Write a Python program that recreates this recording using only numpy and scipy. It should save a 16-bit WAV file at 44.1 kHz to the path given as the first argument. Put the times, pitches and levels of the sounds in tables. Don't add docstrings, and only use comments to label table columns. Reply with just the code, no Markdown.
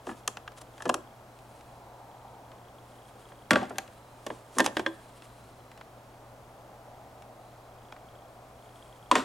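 import sys
import numpy as np
from scipy import signal
from scipy.fft import rfft, irfft, next_fast_len
from scipy.io import wavfile

SR = 44100
rng = np.random.default_rng(int(sys.argv[2]) if len(sys.argv) > 2 else 0)


def generate_wav(sig):
    pcm = np.round(np.clip(np.atleast_2d(sig).T, -1, 1) * 32767).astype(np.int16)
    wavfile.write(sys.argv[1], SR, pcm)


N = 407484
TIME = np.arange(N) / SR


def from_db(db):
    return 10 ** (np.asarray(db) / 20)


def rms_one(x):
    return x / np.sqrt(np.mean(x ** 2, axis=-1, keepdims=True) + 1e-20)


def at_hz(rows, hz):
    knots_hz, *columns = np.transpose(rows)
    return [np.interp(np.log(np.maximum(hz, 1)), np.log(knots_hz), c) for c in columns]


def add(track, start_s, sound):
    at = max(int(start_s * SR), 0)
    track[at:at + len(sound)] += sound[:N - at]


def fade(t, t60_s):
    return np.exp(-np.log(1000) * t / np.maximum(t60_s, 1e-3))


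def swell(t, hz, rise_s):
    return 1 - np.exp(-(t / (rise_s + 0.5 / hz)) ** 2)


def struck_mode(t, hz, t60_s, rise_s):
    return np.sin(2 * np.pi * hz * t) * fade(t, t60_s) * swell(t, hz, rise_s)


def stroke(peak_s, db, rise_s, fall_s):
    away = (TIME - peak_s) / np.where(TIME < peak_s, rise_s, fall_s)
    return from_db(db) * np.exp(-np.minimum(away ** 2, 50))


def wander(per_s, count):
    knots = rng.standard_normal((count, 4096))
    return np.array([np.interp(TIME * per_s, np.arange(len(k)), k) for k in knots])


def half_octaves():
    edges_hz = np.geomspace(70, 16500, 17)
    for lo, hi in zip(edges_hz, edges_hz[1:]):
        yield np.sqrt(lo * hi), signal.butter(2, [lo, hi], "band", fs=SR, output="sos")


def coloured(x, colour):
    size = next_fast_len(N)
    gain_db, = at_hz(colour, np.fft.rfftfreq(size, 1 / SR))
    return irfft(rfft(x, size) * from_db(gain_db), size)[..., :N]


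def resonate(x, colour):
    for hz, width_hz, db in colour:
        cosine_term = -2 * np.cos(2 * np.pi * hz / SR)
        half_width, gain = np.pi * width_hz / SR, from_db(db / 2)
        b = [1 + half_width * gain, cosine_term, 1 - half_width * gain]
        a = [1 + half_width / gain, cosine_term, 1 - half_width / gain]
        x = signal.lfilter(b, a, x + 1e-18)
    return x


def narrow_noise(hz, width_hz):
    sos = signal.butter(2, width_hz, fs=SR, output="sos")
    slow = signal.sosfilt(sos, rng.standard_normal((2, N)))
    phase = 2 * np.pi * hz * TIME
    return rms_one(slow[0] * np.cos(phase) + slow[1] * np.sin(phase))


def tiny_impacts(colour, per_s, floor=0.29):
    impulses = rng.standard_normal(N) * (floor + (rng.random(N) < per_s / SR))
    return rms_one(coloured(impulses, colour))


def clacks(starts_s, levels_db, tilts_db, humps_db, lengths, rise_s):
    # freq_hz, gain_db, t60_s
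    plastic = [(90, -24, 0.069), (131, -26, 0.14), (196, -4.5, 0.1), (301, -7.5, 0.19), (450, -8, 0.1),
               (804, -5.5, 0.075), (1130, 1, 0.019), (1700, -8.5, 0.044), (2300, -6, 0.055),
               (3170, -5.5, 0.033), (4660, -4.5, 0.03), (7100, 2.5, 0.027), (10000, -3, 0.027),
               (14100, -49.5, 0.023)]
    t = np.arange(SR // 6) / SR
    bursts, out = 0, np.zeros(N)
    for hz, band in half_octaves():
        gain_db, t60_s = at_hz(plastic, hz)
        shape = fade(t, t60_s * np.maximum(lengths, .2)[:, None]) * swell(t, hz, rise_s)
        burst = rms_one(signal.sosfilt(band, shape * rng.standard_normal(shape.shape) + 1e-18))
        octaves = np.log2(np.clip(hz, 280, 7000) / 1400)
        band_db = levels_db + tilts_db * octaves - humps_db * octaves ** 2 + gain_db
        band_rms = from_db(band_db) * np.sqrt(np.mean(shape ** 2, axis=1))
        bursts = bursts + burst * band_rms[:, None]
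    for start_s, burst in zip(starts_s, bursts):
        add(out, start_s, burst)
    return out


def knocks(contacts, modes, colour, clack_db, rise_s, panel_t60_cycles, spread_db, max_t60_s=.36):
    starts_s, levels_db, tilts_db, humps_db, _, _, rings_db = np.transpose(contacts)
    lengths = 0.74 * 2 ** (-0.057 * tilts_db - 0.016 * levels_db + 0.019 * rings_db)
    out = resonate(clacks(starts_s, levels_db + clack_db, tilts_db, humps_db, lengths, rise_s), colour)
    t = np.arange(SR // 2) / SR
    hz, mode_db, t60_s = np.transpose(modes)
    rings = struck_mode(t, hz[:, None], np.minimum(t60_s, max_t60_s)[:, None], rise_s)
    for start_s, level_db, _, _, panel_hz, panel_db, ring_db in contacts:
        strengths = from_db(mode_db + spread_db * rng.standard_normal(len(hz)))
        strengths *= rng.choice([-1, 1], len(hz))
        panel = from_db(panel_db) * struck_mode(t, panel_hz, panel_t60_cycles / panel_hz, rise_s)
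        ringing = from_db(ring_db) * (strengths @ rings)
        add(out, start_s, from_db(level_db) * (panel + ringing))
    return out


def air_and_hum(air_db=-53 + 0.54):
    # freq_hz, density_db
    air_colour = [(15, -17), (25, -10.5), (64, -8.5), (87, -11.5), (114, -7), (165, -12.5), (240, -9.5),
                  (309, -11), (405, -11), (540, -8), (690, -6), (1250, -14.5), (1800, -23.5), (3160, -29.5),
                  (4490, -31.5), (9840, -34.5), (16000, -39)]
    # freq_hz, gain_db
    side_colour = [(30, -47), (160, -22), (400, -21), (900, -12.5), (2200, -1.5), (5000, -5), (10000, -11),
                   (16000, -59)]
    # freq_hz, rms_db
    hum_lines = [(59.8, -70), (119.8, -59.5)]
    mid, side = rms_one(coloured(rng.standard_normal((2, N)), air_colour))
    hum = sum(np.sqrt(2) * from_db(db) * np.sin(2 * np.pi * (hz * TIME + rng.random()))
              for hz, db in hum_lines)
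    return from_db(air_db) * (mid + coloured(side, side_colour) * [[1], [-1]]) + hum


def running(runs, t, ramp_s=.06):
    return sum(from_db(db) * np.clip(.5 + np.minimum(t - start_s, end_s - t) / ramp_s, 0, 1)
               for start_s, end_s, db in runs)


def lens_motor(steps_per_s=29.8, idle_db=-63, spread_db=3.0):
    # start_s, end_s, level_db
    hunts = [(0, 1.2, -56), (2.1, 2.9, -56), (2.9, 3.5, -53), (4.9, 5.3, -55), (7.7, 8.3, -55.5),
             (8.55, 9.24, -52.5)]
    # start_s, end_s, level_db
    whirs = [(1.3, 2.3, -81), (3.95, 4.2, -76), (5, 5.85, -77), (7.4, 7.7, -77)]
    out = np.zeros(N)
    ping = struck_mode(np.arange(SR // 30) / SR, hz=3270, t60_s=.016, rise_s=0.0002)
    for start_s in np.arange(0, TIME[-1], 1 / steps_per_s):
        level = max(running(hunts, start_s), from_db(idle_db))
        add(out, start_s, ping * level * from_db(spread_db * rng.standard_normal()))
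    return out + running(whirs, TIME) * narrow_noise(hz=4050, width_hz=99)


def filter_lift():
    # start_s, level_db, tilt_db_per_oct, hump_db_per_oct2, panel_hz, panel_rel_db, ring_rel_db
    contacts = [(0.068, -34, -4.5, 1.5, 380, -3, -25), (0.091, -28.5, -1, 14, 785, -5, -9.5),
                (0.112, -38, -3, 7, 326, 4, -4), (0.276, -18.5, 4.5, 2.05, 1224, -2, -32),
                (0.3695, -29.5, 4.5, 5, 893, -2, -23), (0.4765, -27.5, 4.5, 6.5, 1190, -22, -40),
                (0.804, -34, -3, 9, 1640, 6, -28), (0.821, -36.0, 3.5, 2, 1700, 9, -32),
                (0.854, -27.5, -4.5, 1.5, 477, 5, -5.5), (0.878, -47, 0, 0.5, 325, 17, -12),
                (0.8915, -18, 2.5, 2.8, 1010, 1, -29), (0.895, -17.5, -2, 1.5, 723, 6, -35),
                (0.941, -24, 0.7, 0.63, 1196, 10.5, -23)]
    # freq_hz, gain_db, t60_s
    filter_modes = [(216, 2, 0.088), (238, -10, .2), (335, -4.5, 0.19), (387, -1.5, 0.14), (511, -8, 0.16),
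                    (730, -12, .17), (948, -7, .15), (1270, -20, .13), (1710, -3, 0.081),
                    (2550, -17, 0.087)]
    # centre_hz, width_hz, gain_db
    clack_colour = [(150, 100, -5.5), (372, 100, 3), (1210, 83, 5.5), (1666, 110, 7.5), (2170, 400, -9.5),
                    (2660, 300, -0.5), (3210, 220, 2.5), (4270, 880, -4.5), (6260, 620, 3.5),
                    (10000, 1200, 3), (13900, 4800, -7)]
    return knocks(contacts, filter_modes, clack_colour,
                  clack_db=-0.5, rise_s=0.00072, panel_t60_cycles=24, spread_db=-1.5)


def rim_slides(fall_ratio=0.69):
    # peak_s, level_db, rise_s
    slides = [(.1, -52.5, 0.043), (.185, -59.5, 0.033), (0.584, -50.5, 0.014), (0.618, -48, 0.0082),
              (.84, -61.5, 0.13), (4.33, -59.5, 0.12), (4.6, -49.5, 0.063), (4.662, -37, 0.016),
              (4.785, -52.5, 0.044)]
    # freq_hz, density_db
    slip_colour = [(300, -17), (900, 16.5), (1700, 7), (2400, 6), (3300, 7.5), (4800, 4), (7000, 6),
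                   (10000, 5), (12500, -11), (16000, -14)]
    level = sum(stroke(peak_s, db, rise_s, rise_s * fall_ratio) for peak_s, db, rise_s in slides)
    return level * tiny_impacts(slip_colour, per_s=2500)


def finger_ticks():
    # start_s, level_db, tilt_db_per_oct
    touches = [(0.5184, -53.5, 6), (0.7792, -46, 4), (1.3884, -56, 7), (1.609, -49.5, 3.5), (2.516, -44, 0),
               (3.318, -43.5, -5.5), (3.8766, -47.5, 4.5), (5.221, -44, 3.3), (5.7153, -45.5, 3),
               (5.7754, -47, 4), (5.8107, -39, -1), (7.221, -47.5, 4.2), (7.923, -36.5, .4),
               (7.9636, -41.5, -4)]
    starts_s, levels_db, tilts_db = np.transpose(touches)
    lengths = np.full(len(touches), 0.63)
    return clacks(starts_s, levels_db, tilts_db, humps_db=4.0, lengths=lengths, rise_s=0.00017)


def sleeve(folds_per_s=45, catch_db=4.0, fall_ratio=1.2):
    # peak_s, level_db, rise_s
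    arm_moves = [(1.55, -65, 0.17), (3.12, -67.5, 0.31), (4, -67.5, 0.35), (4.55, -70, 0.048),
                 (5.03, -64, 0.43), (7.52, -76, .13), (8.83, -68, 0.23)]
    # freq_hz, density_db
    cloth_colour = [(500, -11), (3000, 0.5), (6000, -8), (9000, -1.5), (10800, -6.5), (13000, -19),
                    (16000, -30)]
    level = sum(stroke(peak_s, db, rise_s, rise_s * fall_ratio) for peak_s, db, rise_s in arm_moves)
    folds, = wander(folds_per_s, count=1)
    return level * from_db(catch_db * folds) * tiny_impacts(cloth_colour, per_s=900, floor=0.25)


def hollow(sharpness=5.6):
    # nearest_s, level_db, approach_s, cavity_hz
    passes = [(2.1, -53, 0.63, 810), (7.05, -54, 0.72, 708), (8.25, -58.5, 0.6, 700)]
    return sum(stroke(nearest_s, db, approach_s, approach_s) * narrow_noise(hz, hz / sharpness)
               for nearest_s, db, approach_s, hz in passes)


def filter_drop():
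    # start_s, level_db, tilt_db_per_oct, hump_db_per_oct2, panel_hz, panel_rel_db, ring_rel_db
    contacts = [(3.5072, -12.5, 0.2, 2.8, 1850, -17, -18), (3.5135, -27, -3, 0.2, 243, -11, -8),
                (3.5315, -20, -1.7, 2.8, 530, -5, -19), (3.5565, -14.5, -3, 4.3, 640, -6.5, -22),
                (3.614, -31.5, -7, 3.7, 610, -20, -30), (3.629, -39, -3.5, 1.6, 756, 15, -7),
                (3.6955, -53.5, 1.6, 0.5, 253, 12, -12), (3.706, -39.5, -12, 5.8, 710, 8, -23),
                (3.756, -47.5, -3, 2.9, 282, -11, -16), (3.7828, -25.5, 3, 1.9, 767, 1, -41)]
    # freq_hz, gain_db, t60_s
    filter_modes = [(90.6, -16.5, .4), (124, -7.5, 0.42), (205.3, -2.5, .4), (250.5, 5.5, 0.21),
                    (287, 4, 0.12), (570, 2, 0.21), (612, 1, 0.28), (770, -0.5, .22), (922, -8, 0.36),
                    (1145, 2, 0.33), (1410, 1.5, 0.16), (1590, -2, 0.25), (1710, -9, 0.19),
                    (1844, -4, 0.24), (1970, -22, 0.17), (2080, -11, 0.34), (3120, -11, 0.15),
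                    (3370, -2, 0.077)]
    # centre_hz, width_hz, gain_db
    clack_colour = [(380, 47, 3), (960, 310, -10), (1750, 500, 5.5), (2330, 440, -2), (3330, 460, 3.5),
                    (4700, 3400, -0.5)]
    blows = knocks(contacts, filter_modes, clack_colour,
                   clack_db=2.0, rise_s=0.00033, panel_t60_cycles=43, spread_db=1.0)
    return blows + chatter(contacts, gain_db=-25.5, t60_s=0.29)


def chatter(contacts, gain_db, t60_s):
    # freq_hz, density_db
    buzz_colour = [(400, -28), (1000, 3), (1450, 0), (2300, -7.5), (3500, -8), (5000, -15.5), (8000, -17.5),
                   (15000, -40)]
    t, envelope = np.arange(SR // 3) / SR, np.zeros(N)
    for start_s, level_db, *_ in contacts:
        add(envelope, start_s, from_db(level_db) * fade(t, t60_s) * swell(t, hz=200, rise_s=0.003))
    return from_db(gain_db) * envelope * tiny_impacts(buzz_colour, per_s=300)


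def basket_tug():
    # start_s, level_db, tilt_db_per_oct, hump_db_per_oct2, panel_hz, panel_rel_db, ring_rel_db
    contacts = [(4.265, -28.5, -1.5, 1.15, 604, 4, -28), (4.302, -28, -7.5, 3.7, 534, 3.5, -50),
                (4.567, -41.5, -12, 1.9, 427, 13, -21), (4.5845, -28.1, 4.5, 0.34, 1120, 18.5, -10),
                (4.595, -15.5, -3.5, 2.3, 1680, 6, -15.5), (4.6025, -14, -1.3, 1.7, 307, -8, -13.5),
                (4.643, -26, -1.5, 1.3, 280, -6, -27), (4.6617, -17, 4, 2.6, 840, 6.5, -36),
                (4.674, -25.5, -3.5, 2.4, 555, 4, -32), (4.768, -16.9, 0.5, 3.8, 372, -6.5, -16),
                (4.794, -21, -3, 2.6, 370, 3, -31), (4.8625, -17, 4.8, 7.7, 327, -7, -11)]
    # freq_hz, gain_db, t60_s
    housing_modes = [(244, -5, 0.17), (328, 1, 0.19), (404, -7.5, 0.18), (549, 1, 0.081), (613, -11, 0.13),
                     (1020, -11, 0.13), (1596, -1, 0.085), (1823, 8.5, 0.038), (1750, -30, 0.11),
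                     (3410, -5.5, 0.096)]
    # centre_hz, width_hz, gain_db
    tug_colour = [(154, 73, -6), (685, 710, -4), (1080, 120, 5), (1350, 240, -5.5), (1700, 290, 7),
                  (2460, 1150, -3.5), (3300, 600, 6), (4300, 600, -1.5), (5150, 700, 2), (10100, 2200, 0)]
    blows = knocks(contacts, housing_modes, tug_colour,
                   clack_db=-2.5, rise_s=0.000056, panel_t60_cycles=15.3, spread_db=3.5)
    return blows + resonate(chatter(contacts, gain_db=-20.5, t60_s=0.089), tug_colour)


def basket_set_down():
    # start_s, level_db, tilt_db_per_oct, hump_db_per_oct2, panel_hz, panel_rel_db, ring_rel_db
    contacts = [(9.1133, -15, -0.5, 2, 1005, 9, -9.5), (9.1538, -15, -1, 1.73, 1200, -0.5, -10.5),
                (9.159, -31, -4.5, 1.7, 940, -8, -12), (9.173, -42.5, -14.5, 3.6, 280, 16, -23)]
    # freq_hz, gain_db, t60_s
    basket_modes = [(257, -8, .2), (311.4, -5.5, 0.31), (935, 0, 0.14), (960, -5, 0.18), (1076, 6, 0.056),
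                    (1860, -3, 0.057)]
    # centre_hz, width_hz, gain_db
    clack_colour = [(148, 180, -15.5), (275, 90, 8.5), (980, 240, -15), (1620, 140, -12), (2300, 970, -4),
                    (5230, 870, -8.5), (13900, 4300, -20)]
    blows = knocks(contacts, basket_modes, clack_colour,
                   clack_db=3.5, rise_s=0.0002, panel_t60_cycles=39, spread_db=3.0)
    return blows + chatter(contacts, gain_db=-15, t60_s=0.28)


def port_difference(side, corner_hz=650):
    sos = signal.butter(1, corner_hz, "high", fs=SR, output="sos")
    return signal.sosfilt(sos, side) * [[1], [-1]]


def near_surfaces(x, side_db=-14.0, t60_s=0.014, moves_per_s=70):
    t = np.arange(SR // 100) / SR
    shares = wander(moves_per_s, count=3)
    shares /= np.linalg.norm(shares, axis=0)
    paths = rng.standard_normal((len(shares), len(t))) * fade(t, t60_s)
    paths /= np.linalg.norm(paths, axis=1, keepdims=True)
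    scattered = signal.oaconvolve(x * shares, paths, axes=1).sum(axis=0)[:N]
    return from_db(side_db) * port_difference(scattered)


def room(x, build_s=0.006, side_db=-3):
    # freq_hz, gain_db, t60_s
    room_decay = [(100, -6, 0.86), (300, -14.5, 0.32), (744, -13, 0.26), (2000, -22.5, 0.66),
                  (4500, -19, 0.18), (8000, -20.5, 0.31), (11000, -16.5, .22), (14000, -20, .22)]
    t = np.arange(SR * 3 // 4) / SR
    response = 0
    for hz, band in half_octaves():
        gain_db, t60_s = at_hz(room_decay, hz)
        shape = fade(t, t60_s) * (1 - np.exp(-(t / build_s) ** 2))
        reflections = rng.standard_normal((2, len(t))) * shape / np.linalg.norm(shape)
        response = response + from_db(gain_db) * signal.sosfilt(band, reflections)
    mid, side = signal.fftconvolve(x[None], response, axes=1)[:, :N]
    return mid + from_db(side_db) * port_difference(side)


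def scene():
    parts = filter_lift() + rim_slides() + finger_ticks()
    parts += filter_drop() + basket_tug() + basket_set_down()
    background = air_and_hum() + lens_motor() + sleeve() + hollow()
    return parts + near_surfaces(parts) + room(parts) + background


def record(dry):
    # freq_hz, phase_rad
    port_phase = [(30, 0), (160, .22), (400, .42), (900, .56), (2200, .3), (5000, .07), (9000, 0),
                  (16000, 0)]
    # time_s, left_minus_right_db
    port_balance = [(0, .5), (.9, 0.5), (2, 0.3), (3.5, 0.4), (4.7, -1.0), (5.2, 0.5), (9.15, 0.4)]
    size = next_fast_len(N + SR // 10)
    lead_rad, = at_hz(port_phase, np.fft.rfftfreq(size, 1 / SR))
    balance_db = np.interp(TIME, *np.transpose(port_balance))
    sides = np.array([[.5], [-.5]])
    ports = irfft(rfft(dry, size) * np.exp(1j * lead_rad * sides), size)[:, :N]
    top_cut = signal.ellip(10, .2, 80, 16000, fs=SR, output="sos")
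    return signal.sosfilt(top_cut, ports * from_db(balance_db * sides))


dry = scene()
out = record(dry)
generate_wav(out)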